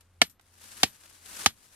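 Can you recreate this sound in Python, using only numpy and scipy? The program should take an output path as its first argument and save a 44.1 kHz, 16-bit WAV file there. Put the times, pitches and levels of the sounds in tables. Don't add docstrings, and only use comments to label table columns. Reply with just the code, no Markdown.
import sys
import numpy as np
from scipy import signal
from scipy.fft import rfft, irfft
from scipy.io import wavfile

SR = 44100
rng = np.random.default_rng(int(sys.argv[2]) if len(sys.argv) > 2 else 0)


def to_wav(s):
    ch = np.atleast_2d(s).T
    pcm = np.round(np.clip(ch, -1, 1) * 32767)
    wavfile.write(sys.argv[1], SR, pcm.astype(np.int16))


N = 77175
TIME = np.arange(N) / SR
T = np.arange(int(SR * 0.4)) / SR

# (frequency [Hz], left minus right [dB])
STRIKE_BALANCE = [(150, -1), (300, -0.3), (480, -2.5), (750, -2.5), (1350, -8), (2200, 1.5), (2900, -4.5),
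                  (3500, 3), (4700, 0.5), (6000, -1), (9000, 9.5), (15000, 7.5)]


def amp(db):
    return 10 ** (np.asarray(db) / 20)


def unit(x):
    return x / np.sqrt(np.mean(x ** 2) + 1e-20)


def read(points, hz):
    f, value = np.transpose(points)
    return np.interp(np.log(hz + 1), np.log(f + 1), value)


def level_over_time(points):
    return np.interp(TIME, *np.transpose(points))


def freqs(x):
    return np.fft.rfftfreq(x.shape[-1], 1 / SR)


def shaped(x, gain):
    return irfft(rfft(x) * gain, x.shape[-1])


def panned(points, hz):
    gains = amp(np.array([[0.5], [-0.5]]) * read(points, hz))
    return gains / np.sqrt(np.mean(gains ** 2, 0))


def add(mix, start_s, sound):
    part = mix[:, round(start_s * SR):][:, :sound.shape[-1]]
    part += sound[..., :part.shape[-1]]


def wander(rate_hz, size):
    x = rng.standard_normal(N)
    return unit(shaped(x, np.exp(-(freqs(x) / rate_hz) ** 2)))[:size]


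def dying(t60):
    return np.exp(-np.log(1000) * T / t60)


def tilted(db, tilt_db, hz):
    return amp(db + tilt_db * np.log2(hz / 2500))


def burst(bands, tilt_db, own):
    z = rng.standard_normal((3, len(T)))
    z = np.sqrt(1 - own ** 2) * z[2] + own * z[:2]
    hz = freqs(z)
    centres = [band[0] for band in bands]
    low_cut = 1 / (1 + (centres[0] / 2 / (hz + 1)) ** 4)
    out = 0
    for pick, (f, db, t60) in zip(np.eye(len(bands)), bands):
        triangle = read(list(zip(centres, pick)), hz)
        band = unit(shaped(z, triangle * low_cut))
        out = out + band * tilted(db, tilt_db, f) * dying(t60)
    return out


def open_air():
    # (frequency [Hz], relative level [dB per Hz])
    air_colour = [(20, -3), (45, 2), (130, -5.5), (220, -8), (500, -13), (1500, -15.5), (4000, -25),
                  (15000, -53.5)]
    air_db = -70
    z = rng.standard_normal((3, N))
    air = z[2] + 0.32 * z[:2]
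    return amp(air_db) * unit(shaped(air, amp(read(air_colour, freqs(air)))))


def low_hum():
    # (time [s], rms level [dB])
    hum_level = [(0, -68), (.2, -62.5), (.32, -73.5), (.78, -64.5), (.95, -74), (1.25, -67.5), (1.42, -69),
                 (1.62, -84.5), (1.75, -71.5)]
    centre_hz, waver_hz, waver_db = 87, 2.5, 1
    pitch_hz = centre_hz + waver_hz * wander(25, size=N)
    hum = np.sqrt(2) * np.sin(2 * np.pi * np.cumsum(pitch_hz) / SR)
    return hum * amp(level_over_time(hum_level) + waver_db * wander(17, size=N))


def brushing():
    # (time [s], rms level [dB])
    swells = [(0, -74), (.2, -74), (.38, -84.5), (.46, -66.5), (.58, -61.5), (.63, -51), (.69, -51),
              (.79, -47.5), (.83, -45), (.92, -57), (1.05, -56), (1.225, -56), (1.26, -48.5), (1.33, -44.5),
              (1.4, -39.5), (1.455, -39.5), (1.51, -67), (1.56, -64), (1.64, -57.5), (1.69, -61),
              (1.75, -56)]
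    # (frequency [Hz], relative level [dB per Hz])
    colour = [(60, -14.5), (130, -9.5), (240, -3), (600, -6.5), (1000, -3), (1550, 0.5), (2200, -3),
              (3200, -3), (5500, -2), (9500, -.5), (12300, -5), (15400, -18.5), (16200, -28)]
    # (frequency [Hz], left minus right [dB])
    balance = [(100, -3.5), (700, 1.5), (1290, -6), (2380, -2.5), (4400, 3.5), (8120, 8.5), (15000, 14)]
    # (frequency [Hz], left-right correlation [-1 to 1])
    likeness = [(100, .92), (290, 0.88), (640, 0.43), (1410, -0.14), (3100, 0.61), (7000, -0.16)]
    grain_db, flutter_db = 2.0, 1.22
    roughness_db = grain_db * wander(900, size=N) + flutter_db * wander(45, size=N)
    z = rng.standard_normal((2, N)) * amp(roughness_db)
    hz = freqs(z)
    same = read(likeness, hz)
    right = shaped(z[0], same) + shaped(z[1], np.sqrt(1 - same ** 2))
    hiss = shaped(np.array([z[0], right]), amp(read(colour, hz)) * panned(balance, hz))
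    return unit(hiss) * amp(level_over_time(swells))


def taps():
    # (time [s], level [dB], t60 [s], brightness [dB per octave])
    touches = [(.008, -55.5, 0.053, 4), (.297, -62, 0.117, 8.5), (.396, -53, 0.031, -1.5),
               (.411, -65, 0.075, 5), (.553, -58, 0.016, 3.5), (1.036, -50, .03, 3),
               (1.058, -50.5, 0.025, 2.5), (1.111, -51, 0.012, -1.5), (1.505, -49, 0.032, 1.5)]
    # (frequency [Hz], band level [dB])
    touch_bands = [(800, -5.5), (2200, -6), (4500, -8.5), (9000, -11.5), (12500, -16), (15500, -45)]
    out = np.zeros((2, N))
    for start_s, db, t60, tilt_db in touches:
        bands = [(f, band_db, t60) for f, band_db in touch_bands]
        add(out, start_s, amp(db) * burst(bands, tilt_db, own=0.98))
    return shaped(out, panned(STRIKE_BALANCE, freqs(out)))


def cane_scatter():
    # (frequency [Hz], band level [dB], t60 [s])
    scatter_bands = [(170, -53, 0.33), (400, -48.5, 0.064), (815, -51, .15), (1820, -38, 0.11),
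                     (3300, -30, .105), (5550, -34.5, 0.11), (10000, -42.5, 0.17), (15500, -54, .1)]
    rise_s = 0.002
    return burst(scatter_bands, 0, own=0.63) * np.minimum(T / rise_s, 1)


def hammer_ring():
    ring_hz, width_hz, rise_s, t60 = 11880, 130, 0.05, 0.2
    turn = 2 * np.pi * ring_hz * T
    fuzz = wander(width_hz, size=len(T)) * np.sin(turn)
    fuzz = fuzz + wander(width_hz, size=len(T)) * np.cos(turn)
    return unit(fuzz) * np.minimum(T / rise_s, 1) * dying(t60)


def thump(hz, db, rise_s, delay_s):
    t = np.maximum(T - delay_s, 0)
    swing = t / rise_s * np.exp(0.5 - 0.5 * (t / rise_s) ** 2)
    return amp(db) * swing * np.sin(2 * np.pi * hz * t)


def soil_knock(knock_db):
    # (frequency [Hz], level before the blow's own [dB], time to the crest [s])
    swings = [(236, -20, 0.0041), (178.2, -39.5, 0.014)]
    return sum(thump(hz, db + knock_db, rise_s, delay_s=0.0022) for hz, db, rise_s in swings)


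def ground_thump(ground_db):
    return thump(85, -36 + ground_db, rise_s=0.0095, delay_s=0.002)


def pipe(depth, tilt_db):
    # (start [Hz], full depth [Hz], start [dB], full depth [dB], t60 before the cap below [s])
    modes = [(450, 430, -25.5, -29, 0.044), (694, 814, -12, -8.5, 0.026), (1130, 1221, -17.5, -5.5, .018),
             (1394, 1730, -12, -12.5, 0.021), (1750, 1900, -15, -18.5, .034),
             (2149, 2390, -8.5, -28.5, 0.023), (2480, 3005, -14.5, -8.5, 0.023),
             (2933, 3420, -8.5, -11.5, 0.022), (3226, 3912, -9, -22, 0.019),
             (3714, 13000, -23, -26.5, 0.018), (4500, 6400, -22, -15, 0.035),
             (4540, 5954, -18.5, -20.5, 0.072), (6040, 6533, -17, -17.5, .025)]
    rise_s, spread_s, longest_t60 = 0.00074, 0.00094, 0.04
    out = 0
    for top_hz, deep_hz, top_db, deep_db, t60 in modes:
        hz = top_hz + depth * (deep_hz - top_hz)
        db = top_db + depth * (deep_db - top_db)
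        t = np.maximum(T - spread_s * (np.sqrt(1000 / hz) - 0.5), 0)
        swell = 1 - np.exp(-t / rise_s)
        ring = swell * dying(min(t60, longest_t60)) * np.sin(2 * np.pi * hz * t)
        out = out + tilted(db, tilt_db, hz) * ring
    return out


def hammer_crack(tilt_db):
    # (frequency [Hz], band level before the blow's brightness [dB], t60 [s])
    crack_bands = [(300, -39, 0.084), (830, -33, 0.0067), (1630, -18.5, 0.025), (2900, -10.5, .022),
                   (5200, -15.5, 0.044), (8000, -19, 0.023), (10200, -24, 0.045), (15200, -35.5, 0.026)]
    rise_s = 0.0004
    return burst(crack_bands, tilt_db, own=0.7) * np.minimum(T / rise_s, 1)


def blows():
    # (time [s], pipe [dB], crack and scatter [dB], brightness of crack and pipe [dB per octave],
    # knock [dB], ground [dB], hammer ring [dB])
    strikes = [(0.2162, 3.5, -1, 0.05, -3, -9.5, -39.5), (0.8318, -0.5, 1, -1, -3.5, -0.5, -41.5),
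               (1.4603, -.5, 0, 0, -7.5, 2.5, -47.5)]
    low_cut_hz, left_lag_s = 55, 0.00008
    out = np.zeros((2, N))
    depths = np.linspace(0, 1, len(strikes))
    for depth, strike in zip(depths, strikes):
        start_s, pipe_db, crack_db, tilt_db, knock_db, ground_db, ring_db = strike
        blow = amp(crack_db) * (hammer_crack(tilt_db) + cane_scatter())
        blow = blow + amp(pipe_db) * pipe(depth, tilt_db)
        blow = blow + soil_knock(knock_db) + ground_thump(ground_db)
        blow = blow + amp(ring_db) * hammer_ring()
        add(out, start_s, blow)
    low_cut = signal.butter(2, low_cut_hz, "high", fs=SR, output="sos")
    out = signal.sosfilt(low_cut, out)
    hz = freqs(out)
    lag = np.exp(-2j * np.pi * hz * left_lag_s * np.array([[1], [0]]))
    return shaped(out, panned(STRIKE_BALANCE, hz) * lag)


def scene():
    return open_air() + low_hum() + brushing() + taps() + blows()


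def record(dry):
    edge_hz = 16300
    held = dry / (1 + dry ** 6) ** (1 / 6)
    band_limit = signal.firwin(255, edge_hz, window=("kaiser", 9), fs=SR)
    return signal.oaconvolve(held, band_limit[None], "same")


dry = scene()
out = record(dry)
to_wav(out)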